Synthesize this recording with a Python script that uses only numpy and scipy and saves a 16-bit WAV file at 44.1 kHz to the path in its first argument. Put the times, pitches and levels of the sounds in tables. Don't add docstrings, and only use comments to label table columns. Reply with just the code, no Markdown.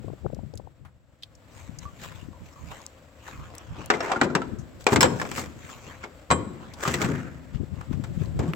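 import sys
import numpy as np
from scipy import signal
from scipy.fft import rfft, irfft
from scipy.io import wavfile
from scipy.ndimage import uniform_filter1d

SR = 44100
rng = np.random.default_rng(int(sys.argv[2]) if len(sys.argv) > 2 else 0)


def output_pcm(signal):
    pcm = np.clip(np.atleast_2d(signal).T, -1, 1) * 32767
    wavfile.write(sys.argv[1], SR, np.round(pcm).astype(np.int16))


N = 377055
TIME = np.arange(N) / SR

# pitch_hz, level_db
CLANK_COLOUR = [(60, -33), (250, -11), (500, -5), (900, 2.5), (1500, 2.5), (2400, -5), (3500, -7.5),
                (6500, -13), (7700, -5), (9000, -28), (15500, -22)]
# pitch_hz, fade_s
CLANK_FADE = [(200, 0.4), (1000, 0.092), (2500, 0.076), (6000, 0.059), (12000, 0.015)]
PART_NOTES = { "hasp": [(990, -5, .09), (1916, -5, .08), (2735, -3, .08), (5400, -1, .05), (5530, 0, .05),
              (6400, -12, .07), (7350, -9, .05)], "handle": [(1060, -1, .08), (4100, -12, .06),
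              (5303, 1, .075), (6310, -8, .05), (7900, -3, .05), (10161, -9, .06), (13407, -14, .06)],
              "bar": [(1098, 7, .11), (1760, -3, .07), (2433, -3, .1), (3135, -10, .16), (3925, -5, .08),
              (4710, -14, .08), (6013, -14, .07), (7280, -6, .05), (7465, -6, .21), (7595, -2, .16),
              (7779, -1, .16)]}
LEFT_DELAY_MS = {"hasp": .035, "handle": 0.0068, "bar": 0.0088}
# start_s, clank_db, treble_db, chatter_s, spot_hz, spot_db (the struck spot's note),
# boom_db, grip (the hand on the door), part (the piece that rings), ring_db
BLOWS = [ (3.9014, -13.5, -15, 0.0052, 1387, -11, -28, "firm", "hasp", -26.5),
         (3.938, -28, -27, .013, 2060, -21, -33, "light", "hasp", -55),
         (4.005, -25.5, -18, .0038, 665, -22.5, -36, "free", "hasp", -32.5),
         (4.117, -21, -11, 0.0039, 760, -18, -49, "free", "hasp", -42),
         (4.160, -34, -20, .003, 1400, -17, -29, "free", "hasp", -62),
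         (4.2132, -13.5, -13, 0.00072, 1450, -10.5, -18.5, "light", "hasp", -54),
         (4.232, -28.5, -5.5, 0.016, 1400, -42, -24.5, "free", "hasp", -56),
         (4.3, -43, -20, .0025, 1390, -28, -26.5, "light", "hasp", -60),
         (4.351, -17.5, -5.5, 0.0037, 1490, -27, -19.5, "firm", "hasp", -28.5),
         (4.418, -32.5, -25, 0.0014, 1337, -23, -47, "free", "hasp", -64),
         (4.8666, -14.5, 0.5, 0.00064, 2413, -11, -47, "firm", "hasp", -41),
         (4.921, -28.5, -1, 0.0089, 415, -11.5, -14.5, "firm", "bar", -52),
         (4.929, -21, -12, .0024, 865, -17, -13.5, "firm", "bar", -40),
         (4.960, -17, 3, 0.00074, 2130, -17, -23, "firm", "hasp", -46),
         (4.971, -47, -8, .003, 301, -13, -20, "firm", "bar", -64),
         (5.007, -22, 13, .0005, 1580, -28, -52, "free", "handle", -17.5),
         (5.012, -31, 12.5, 0.013, 1570, -26, -59, "free", "handle", -22),
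         (5.0293, -15.5, 5, 0.0014, 927, -10, -24, "free", "bar", -26),
         (5.041, -21, -11, 0.018, 514, -8, -19.5, "light", "handle", -54),
         (5.198, -30.5, -18, .0015, 1656, -20, -49, "free", "handle", -40),
         (5.215, -26, -6, .0024, 1660, -25, -41, "light", "handle", -38),
         (5.252, -32.5, -19, 0.0032, 1660, -42, -51, "light", "handle", -59),
         (5.3148, -36, 8.5, 0.00036, 1290, -37, -66, "light", "handle", -50),
         (5.3785, -30.5, -18, 0.004, 1246, -22.5, -29, "light", "handle", -49),
         (6.039, -34, -25, 0.0057, 2180, -29, -49, "free", "bar", -68),
         (6.3033, -19, -32, .0061, 1060, -12.5, -19.5, "light", "bar", -60),
         (6.311, -16, -18, 0.0096, 89, -16, -20, "free", "bar", -22),
         (6.852, -29.5, -15, 0.016, 1200, -17.5, -37, "free", "bar", -62),
         (6.876, -26, 2.5, 0.0079, 1400, -31, -22, "free", "bar", -57),
         (6.940, -33, 13.5, 0.0044, 1960, -21, -26, "light", "bar", -53),
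         (7.016, -27, 2, 0.0098, 2140, -21, -25.5, "light", "bar", -50),
         (7.044, -28.5, -3.5, .0072, 117, -21, -23.5, "free", "bar", -57),
         (7.085, -56, -14, .016, 377, -43, -20, "light", "bar", -65),
         (7.81, -43.5, -27, .0014, 1200, -38, -59, "free", "bar", -75),
         (8.038, -41, 0, 0.0081, 1680, -52, -59, "free", "bar", -78),
         (8.391, -37.5, 2.5, 0.0056, 421, -19.5, -21, "free", "bar", -66),
         (8.432, -46, -17, 0.0091, 288, -28, -28, "light", "bar", -70),
         (8.478, -51, 2.5, 0.021, 161, -16, -36, "free", "bar", -54)]

def clanks(size=10240, crack_db=3, crack_s=0.0014, rise_s=0.00046):
    out, t, hz = np.zeros((2, N)), np.arange(size) / SR, bins(size)
    steel_db = read(CLANK_COLOUR, hz) + panel_db(hz)
    rise = 1 - np.exp(-t / rise_s)
    crack = 1 + amp(crack_db) * np.exp(-t / crack_s)
    for start_s, clank_db, treble_db, chatter_s, spot_hz, spot_db, _, _, part, ring_db in BLOWS:
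        delay_ms = LEFT_DELAY_MS[part]
        burst = treble(noise(steel_db, size, delay_ms), treble_db)
        clank = amp(clank_db) * die_away(burst, CLANK_FADE, chatter_s) * crack
        spot_fade_s = 0.056 * (1000 / spot_hz) ** 0.45
        spot = ring([(spot_hz, spot_db, spot_fade_s)], delay_ms, size)
        spot *= 1 - np.exp(-(t * spot_hz) ** 2)
        ringing = amp(ring_db) * ring(PART_NOTES[part], delay_ms, size)
        add(out, start_s, rise * (clank + ringing + spot))
    return out


def ring(notes, delay_ms, size):
    t = np.arange(size) / SR
    phases = rng.random((len(notes), 1, 1)) + 0.18 * rng.standard_normal((len(notes), 2, 1))
    delay_s = np.array([[delay_ms / 1000], [0]])
    return sum(amp(level_db - 60 * t / fade_s) * np.sin(2 * np.pi * (hz * (t - delay_s) + phase))
               for (hz, level_db, fade_s), phase in zip(notes, phases))


# pitch_hz, width_hz, lift_db
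PANEL_RESONANCES = [(119, 33, 0.5), (258, 6.2, 6), (358, 75, 9.5), (420.6, 12, 10.5), (515, 79, 8),
                    (700, 31, 3.5), (1068, 47, -1.5), (1520, 83, -0.5), (2080, 160, 2), (2360, 24, 8)]

def panel_db(hz):
    return sum(lift_db / (1 + (2 * (hz - pitch_hz) / width_hz) ** 2)
               for pitch_hz, width_hz, lift_db in PANEL_RESONANCES)


# pitch_hz, level_db
BOX_COLOUR = [(30, -56.5), (70, 1), (120, 6.5), (250, 3.5), (400, -10.5), (650, -15.5), (1200, -15),
              (2500, -40), (7500, -32.5), (9500, -74.5)]
# pitch_hz, fade_s
BOX_FADE = [(80, 0.7), (250, 1), (600, 0.86), (2000, 0.25), (8000, 0.21)]
PART_BASS_DB = {"hasp": -14.5, "handle": 0.55, "bar": 2.2}
GRIP_FACTOR = {"firm": 0.47, "light": 0.62, "free": .96}

def booms(size=24576, swell_s=0.0031, push_db=3, push_s=0.0099, bass_hz=160):
    out, t, hz = np.zeros((2, N)), np.arange(size) / SR, bins(size)
    box_db = read(BOX_COLOUR, hz) + panel_db(hz)
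    push = 1 + amp(push_db) * np.exp(-t / push_s)
    swell = (1 - np.exp(-t / swell_s)) * push / 2
    for start_s, _, _, chatter_s, _, _, boom_db, grip, part, _ in BLOWS:
        bass_db = PART_BASS_DB[part] / (1 + (hz / bass_hz) ** 4)
        fades = np.multiply(BOX_FADE, [1, GRIP_FACTOR[grip]])
        boom = die_away(noise(box_db + bass_db, size), fades, chatter_s)
        add(out, start_s, amp(boom_db) * boom * swell)
    return out


# pitch_hz, level_db
SCRAPE_COLOUR = [(100, -10), (400, -4.5), (900, -2), (1500, -2.5), (2500, -8.5), (4500, -16), (7700, -10.5),
                 (9200, -28.5), (15500, -25)]
# peak_s, level_db, rise_s, fall_s, treble_db, rasp_hz, rasp_db
SCRAPES = [(3.93, -36, 0.012, .14, -8, 800, -3), (4.05, -34.5, 0.045, 0.053, -7, 1450, 3),
           (4.12, -30, 0.1, 0.11, -24, 930, 6.5), (4.812, -52.5, 0.017, 0.037, 11.5, 4000, -5),
           (4.892, -25, 0.019, 0.069, -14, 700, -4), (4.935, -41.5, 0.033, 0.023, 18.5, 600, -2),
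           (5.05, -39, 0.0089, 0.17, -21, 545, 15.5), (5.27, -54.5, 0.32, 0.1, 14, 1600, -9),
           (5.393, -43.5, 0.081, 0.036, 19, 1400, -7), (5.425, -42.5, 0.02, 0.15, -0.5, 2200, -5),
           (6.836, -35, 0.05, .1, 6, 1400, -4), (6.92, -44, 0.087, 0.16, 11, 1900, 2),
           (7.02, -29.5, 0.063, 0.11, -4, 1450, 1.5), (7.14, -45, .1, 0.35, -4, 1630, 8),
           (8.40, -40.5, .01, 0.19, -18, 850, 5)]

def scraping(grain_db=3, slip_hz=180):
    hz = bins(N)
    rub = noise(read(SCRAPE_COLOUR, hz) + panel_db(hz), N)
    rub *= amp(grain_db * wander(slip_hz))
    return strokes(patches(rub, depth_db=1.5), SCRAPES)


# pitch_hz, fade_s
ECHO_FADE = [(150, 1.98), (600, 0.72), (2000, 0.75), (5000, 0.65), (12000, 0.8)]

def echo(x, size=49152, rise_s=0.0033):
    tail = die_away(rng.standard_normal((2, size)), ECHO_FADE)
    tail *= 1 - np.exp(-np.arange(size) / SR / rise_s)
    return signal.fftconvolve(x, tail / np.linalg.norm(tail[0]), axes=1)[:, :N]


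# start_s, level_db, pitch_hz, width_octaves, decay_s
TICKS = [(0.347, -45, 5000, 0.51, 0.0018), (0.539, -45, 4300, 0.3, 0.0012),
         (0.555, -39.5, 7350, 0.19, 0.00097), (0.575, -39.5, 5200, 0.5, 0.0036),
         (0.85, -49.5, 1110, 0.62, 0.022), (1.224, -47, 3500, 0.45, 0.013),
         (1.234, -32.5, 3600, 0.25, 0.004), (1.352, -52, 5930, 0.35, 0.005),
         (1.787, -32, 5800, 0.26, 0.0034), (1.854, -37, 1157, 0.022, 0.022), (2.331, -52, 980, 0.11, 0.053),
         (2.56, -51.5, 1070, 0.14, 0.079), (2.04, -44.5, 1300, 1.2, 0.012),
         (2.715, -38.5, 1110, 0.33, .017), (3.282, -36, 970, .35, 0.01), (2.817, -39, 5700, 0.32, 0.0013),
         (2.865, -28.5, 6300, 0.26, 0.00062), (3.551, -40, 5000, 1.4, 0.0029),
         (3.582, -32.5, 6660, 0.29, 0.0021), (3.860, -33.5, 7300, .5, 0.0013),
         (4.587, -50.5, 6500, 0.23, 0.021), (4.842, -40, 5000, 0.68, 0.0018),
         (6.737, -40, 4360, 0.52, 0.0064), (7.757, -52, 1700, 1.2, 0.0024),
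         (7.814, -32.5, 1170, 0.26, 0.0015), (7.929, -42.5, 1800, .7, .006), (8.258, -45, 3850, .4, 0.0026),
         (8.535, -27, 1810, 0.5, 0.0028)]

def ticks(size=4096):
    out, t = np.zeros((2, N)), np.arange(size) / SR
    for start_s, level_db, pitch_hz, width_octaves, decay_s in TICKS:
        octaves_away = np.log2((bins(size) + 1) / pitch_hz)
        colour_db = -10 * np.log10(1 + (octaves_away / width_octaves) ** 4)
        add(out, start_s, amp(level_db) * noise(colour_db, size) * np.exp(-t / decay_s))
    return out


# pitch_hz, level_db
RUSTLE_COLOUR = [(200, -1), (400, -2.5), (700, -4.5), (1050, 1), (1500, -5), (2700, -6), (4900, -16.5),
                 (7400, -10), (9300, -32), (12300, -25.5), (16000, -26)]
# peak_s, level_db, rise_s, fall_s, treble_db
MOVES = [(1.58, -49, .15, 0.32, 1), (1.83, -54.5, 0.057, .1, 5), (2.04, -38, .08, 0.13, 0.5),
         (2.16, -54.5, 0.023, 0.18, 5.5), (2.46, -58.5, 0.083, 0.41, 7), (2.72, -45, 0.11, 0.22, 1),
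         (3.278, -44.5, 0.092, 0.24, 0), (3.6, -46, 0.3, 0.25, -16.5), (3.79, -39, 0.068, .2, -21),
         (5.699, -45, 0.18, 0.21, 4), (5.88, -41.5, 0.1, 0.21, -10), (6.041, -39, 0.024, 0.026, -13),
         (6.62, -47.5, 0.15, 0.65, -20), (7.55, -44.5, 0.033, 0.063, -13), (7.78, -49.5, 0.063, 0.17, -19),
         (7.93, -46.5, 0.039, 0.05, -7), (8.24, -50.5, 0.14, 0.054, 5)]

def rustle(grain_db=2.5, grain_hz=250):
    crunch = noise(read(RUSTLE_COLOUR, bins(N)), N) * amp(grain_db * wander(grain_hz))
    return strokes(patches(crunch, depth_db=3.5), MOVES)


# pitch_hz, level_db
WIND_COLOUR = [(20, -47), (45, -6), (80, 0.5), (140, -0.5), (240, -13), (400, -22), (800, -45),
               (2000, -103)]
# time_s, level_db
BREEZE = [(0, -57), (1.1, -61.5), (2.2, -55), (3.1, -68.5), (3.6, -53.5), (5.5, -47.5), (6.2, -64),
          (6.7, -55.5), (8.55, -46)]
# start_s, length_s, level_db (before the boost), left_minus_right_db
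GUSTS = [(-.05, 0.2, -39, 19), (0.216, 0.27, -38.5, 31), (0.5, 0.19, -43, 22), (0.796, 0.089, -48.5, 26),
         (1.507, 0.23, -54.5, 15), (1.678, 0.21, -43, 20), (2.028, 0.31, -46, 27), (2.422, 0.033, -36, -14),
         (2.589, .17, -44.5, -13), (3.342, 0.13, -43, 1), (3.637, 0.26, -45, 6), (4.445, 0.21, -41, 14),
         (7.23, .22, -50, 11), (7.536, 0.12, -32, 19), (7.704, 0.11, -36, 23), (7.897, 0.089, -26.5, 34),
         (7.987, 0.28, -35.5, 13), (8.185, 0.15, -33, 14), (8.34, 0.089, -30.5, 3)]

def wind(lump_db=3.0, lump_hz=35, edge_s=0.026, gust_boost_db=5, breeze_left_db=3):
    flow = irfft(rfft(rng.standard_normal((2, N))) * amp(read(WIND_COLOUR, bins(N))), N)
    breeze_db = follow(BREEZE)
    power = amp([breeze_db + breeze_left_db, breeze_db]) ** 2
    for start_s, length_s, level_db, lean_db in GUSTS:
        age_s = TIME - start_s
        hold = (np.tanh(age_s / edge_s) - np.tanh((age_s - length_s) / edge_s)) / 2
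        sides = amp([lean_db / 2, -lean_db / 2])
        power += np.outer(amp(level_db + gust_boost_db) * sides / np.hypot(*sides), hold) ** 2
    return unit_level(flow * amp(lump_db * wander(lump_hz))) * np.sqrt(power)


# peak_s, level_db (before the trim), pitch_hz, side
EDDIES = [(.039, -22, 353, "left"), (0.084, -21, 400, "left"), (.103, -22.5, 400, "left"),
          (0.136, -22, 322, "left"), (.25, -16.5, 288, "left"), (0.26, -13.5, 275, "left"),
          (0.265, -16.5, 600, "left"), (0.301, -23.5, 370, "left"), (.333, -18.5, 306, "left"),
          (0.368, -27, 373, "left"), (0.392, -24, 460, "left"), (.435, -21.5, 238, "left"),
          (.54, -25.5, 304, "left"), (.6, -25, 403, "left"), (0.674, -28.5, 360, "left"),
          (1.693, -25, 122, "left"), (1.861, -26.5, 109, "left"), (2.231, -23, 166, "left"),
          (2.287, -26.5, 166, "left"), (2.64, -24, 110, "right"), (3.394, -26, 107.3, "right"),
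          (3.715, -22, 88, "right"), (4.538, -16.5, 140, "left"), (7.551, -13, 83.4, "left"),
          (7.605, -17.5, 145, "left"), (7.636, -18, 188, "left"), (7.912, -12, 142, "left"),
          (8.001, -14.5, 154, "left"), (8.175, -14.5, 119, "left"), (8.221, -10.5, 164, "left")]

def eddies(trim_db=-6, swings=0.85, size=4096):
    out, t = np.zeros((2, N)), (np.arange(size) - size / 2) / SR
    for peak_s, level_db, pitch_hz, side in EDDIES:
        ratio = bins(size) / pitch_hz
        band = ratio / (1 + ratio ** 2) / (1 + (ratio / 2) ** 6)
        swirl = irfft(rfft(rng.standard_normal(size)) * band, size)
        window = np.exp(-(t * pitch_hz / swings) ** 2)
        pop = swirl * window
        pop *= amp(level_db + trim_db) * np.linalg.norm(window) / np.linalg.norm(pop)
        add(out, peak_s - size / 2 / SR, np.outer([side == "left", side == "right"], pop))
    return out


# pitch_hz, level_db
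AIR_COLOUR = [(25, -23), (74, 1.5), (185, -13.5), (300, -9.5), (410, -22.5), (520, -9), (820, -19.5),
              (1400, -20.5), (3600, -29.5), (6500, -37), (7700, -28), (9200, -51), (12500, -42),
              (16000, -42.5)]
# time_s, level_db
AIR_LEVEL = [(0, -51), (.6, -57), (1.0, -65), (1.3, -57.5), (1.55, -53), (3.1, -51.5), (4.7, -50.5),
             (6.2, -49.5), (7.5, -51.5), (8.55, -46)]

def air(flicker_db=1, flicker_hz=48):
    level_db = follow(AIR_LEVEL) + flicker_db * wander(flicker_hz)
    return amp(level_db) * noise(read(AIR_COLOUR, bins(N)), N)


# pitch_hz, likeness (1 = the same)
SIDE_LIKENESS = [(50, 0.9), (300, 1), (700, 0.73), (1500, 0.17), (4000, 0.22), (12000, 0.62)]
# pitch_hz, left_minus_right_db
LEFT_LEAN = [(100, 3), (400, 7), (1000, 3), (2000, 0), (4000, 1.5), (8000, 5), (14000, -1.5)]

def noise(colour_db, size, delay_ms=0):
    hz = bins(size)
    shared, separate = np.exp(2j * np.pi * rng.random((2, len(hz))))
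    likeness = read(SIDE_LIKENESS, hz)
    lean = amp(read(LEFT_LEAN, hz) / 2)
    left = shared * lean * np.exp(-2j * np.pi * hz * delay_ms / 1000)
    right = (likeness * shared + np.sqrt(1 - likeness ** 2) * separate) / lean
    return unit_level(irfft(np.array([left, right]) * amp(colour_db), size))


def die_away(x, fades, hold_s=0):
    size, spectrum = x.shape[1], rfft(x)
    age_s = np.maximum(np.arange(size) / SR - hold_s, 0)
    centres_hz = np.geomspace(100, 12800, 8)
    bands = [read(np.c_[centres_hz, row], bins(size)) for row in np.eye(len(centres_hz))]
    return sum(irfft(spectrum * band, size) * amp(-60 * age_s / read(fades, hz))
               for hz, band in zip(centres_hz, bands))


def strokes(rub, rows):
    out = np.zeros((2, N))
    for peak_s, level_db, rise_s, fall_s, treble_db, *spot in rows:
        span = (TIME > peak_s - 3 * rise_s) & (TIME < peak_s + 3 * fall_s)
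        t, stroke = TIME[span] - peak_s, rub[:, span]
        if spot:
            rasp_hz, rasp_db = spot
            rasp = signal.lfilter(*signal.iirpeak(rasp_hz, Q=1.94, fs=SR), stroke)
            stroke = stroke + amp(rasp_db) * rasp
        swell = amp(level_db - 20 * np.maximum(-t / rise_s, t / fall_s))
        out[:, span] += treble(stroke, treble_db) * swell
    return out


def patches(x, depth_db, span_s=0.032, span_hz=450):
    spectra = signal.stft(x, nperseg=512, noverlap=384)[2]
    blotches = rng.standard_normal(spectra.shape[1:])
    for _ in range(2):
        blotches = uniform_filter1d(blotches, round(span_hz * 512 / SR), axis=0)
        blotches = uniform_filter1d(blotches, round(span_s * SR / 128), axis=1)
    spectra *= amp(depth_db * unit_level(blotches))
    return unit_level(signal.istft(spectra, nperseg=512, noverlap=384)[1][:, :N])


def treble(x, db, corner_hz=2800):
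    highs = signal.sosfilt(signal.butter(1, corner_hz, "high", fs=SR, output="sos"), x)
    return x + (amp(db) - 1) * highs


def wander(rate_hz):
    return unit_level(irfft(rfft(rng.standard_normal(N)) * np.exp(-(bins(N) / rate_hz) ** 2), N))


def amp(db):
    return 10 ** (np.asarray(db) / 20)


def unit_level(x):
    return x / np.sqrt(np.mean(x ** 2) + 1e-20)


def read(points, hz):
    pitch_hz, value = np.transpose(points)
    return np.interp(np.log(hz + 1), np.log(pitch_hz + 1), value)


def follow(points):
    return np.interp(TIME, *np.transpose(points))


def bins(size):
    return np.fft.rfftfreq(size, 1 / SR)


def add(mix, start_s, sound):
    part = mix[:, max(round(start_s * SR), 0):][:, :sound.shape[1]]
    part += sound[:, :part.shape[1]]


def scene(echo_db=-15, echo_treble_db=-5):
    door = clanks() + booms() + scraping()
    tail = amp(echo_db) * echo(treble(door, echo_treble_db))
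    return door + tail + ticks() + rustle() + wind() + eddies() + air()


def record(dry, low_hz=24, high_hz=16300):
    dry = signal.sosfilt(signal.butter(2, low_hz, "high", fs=SR, output="sos"), dry)
    high_cut = signal.firwin(511, high_hz, window=("kaiser", 9), fs=SR)
    return signal.oaconvolve(dry, high_cut[None], "same")


dry = scene()
out = record(dry)
output_pcm(out)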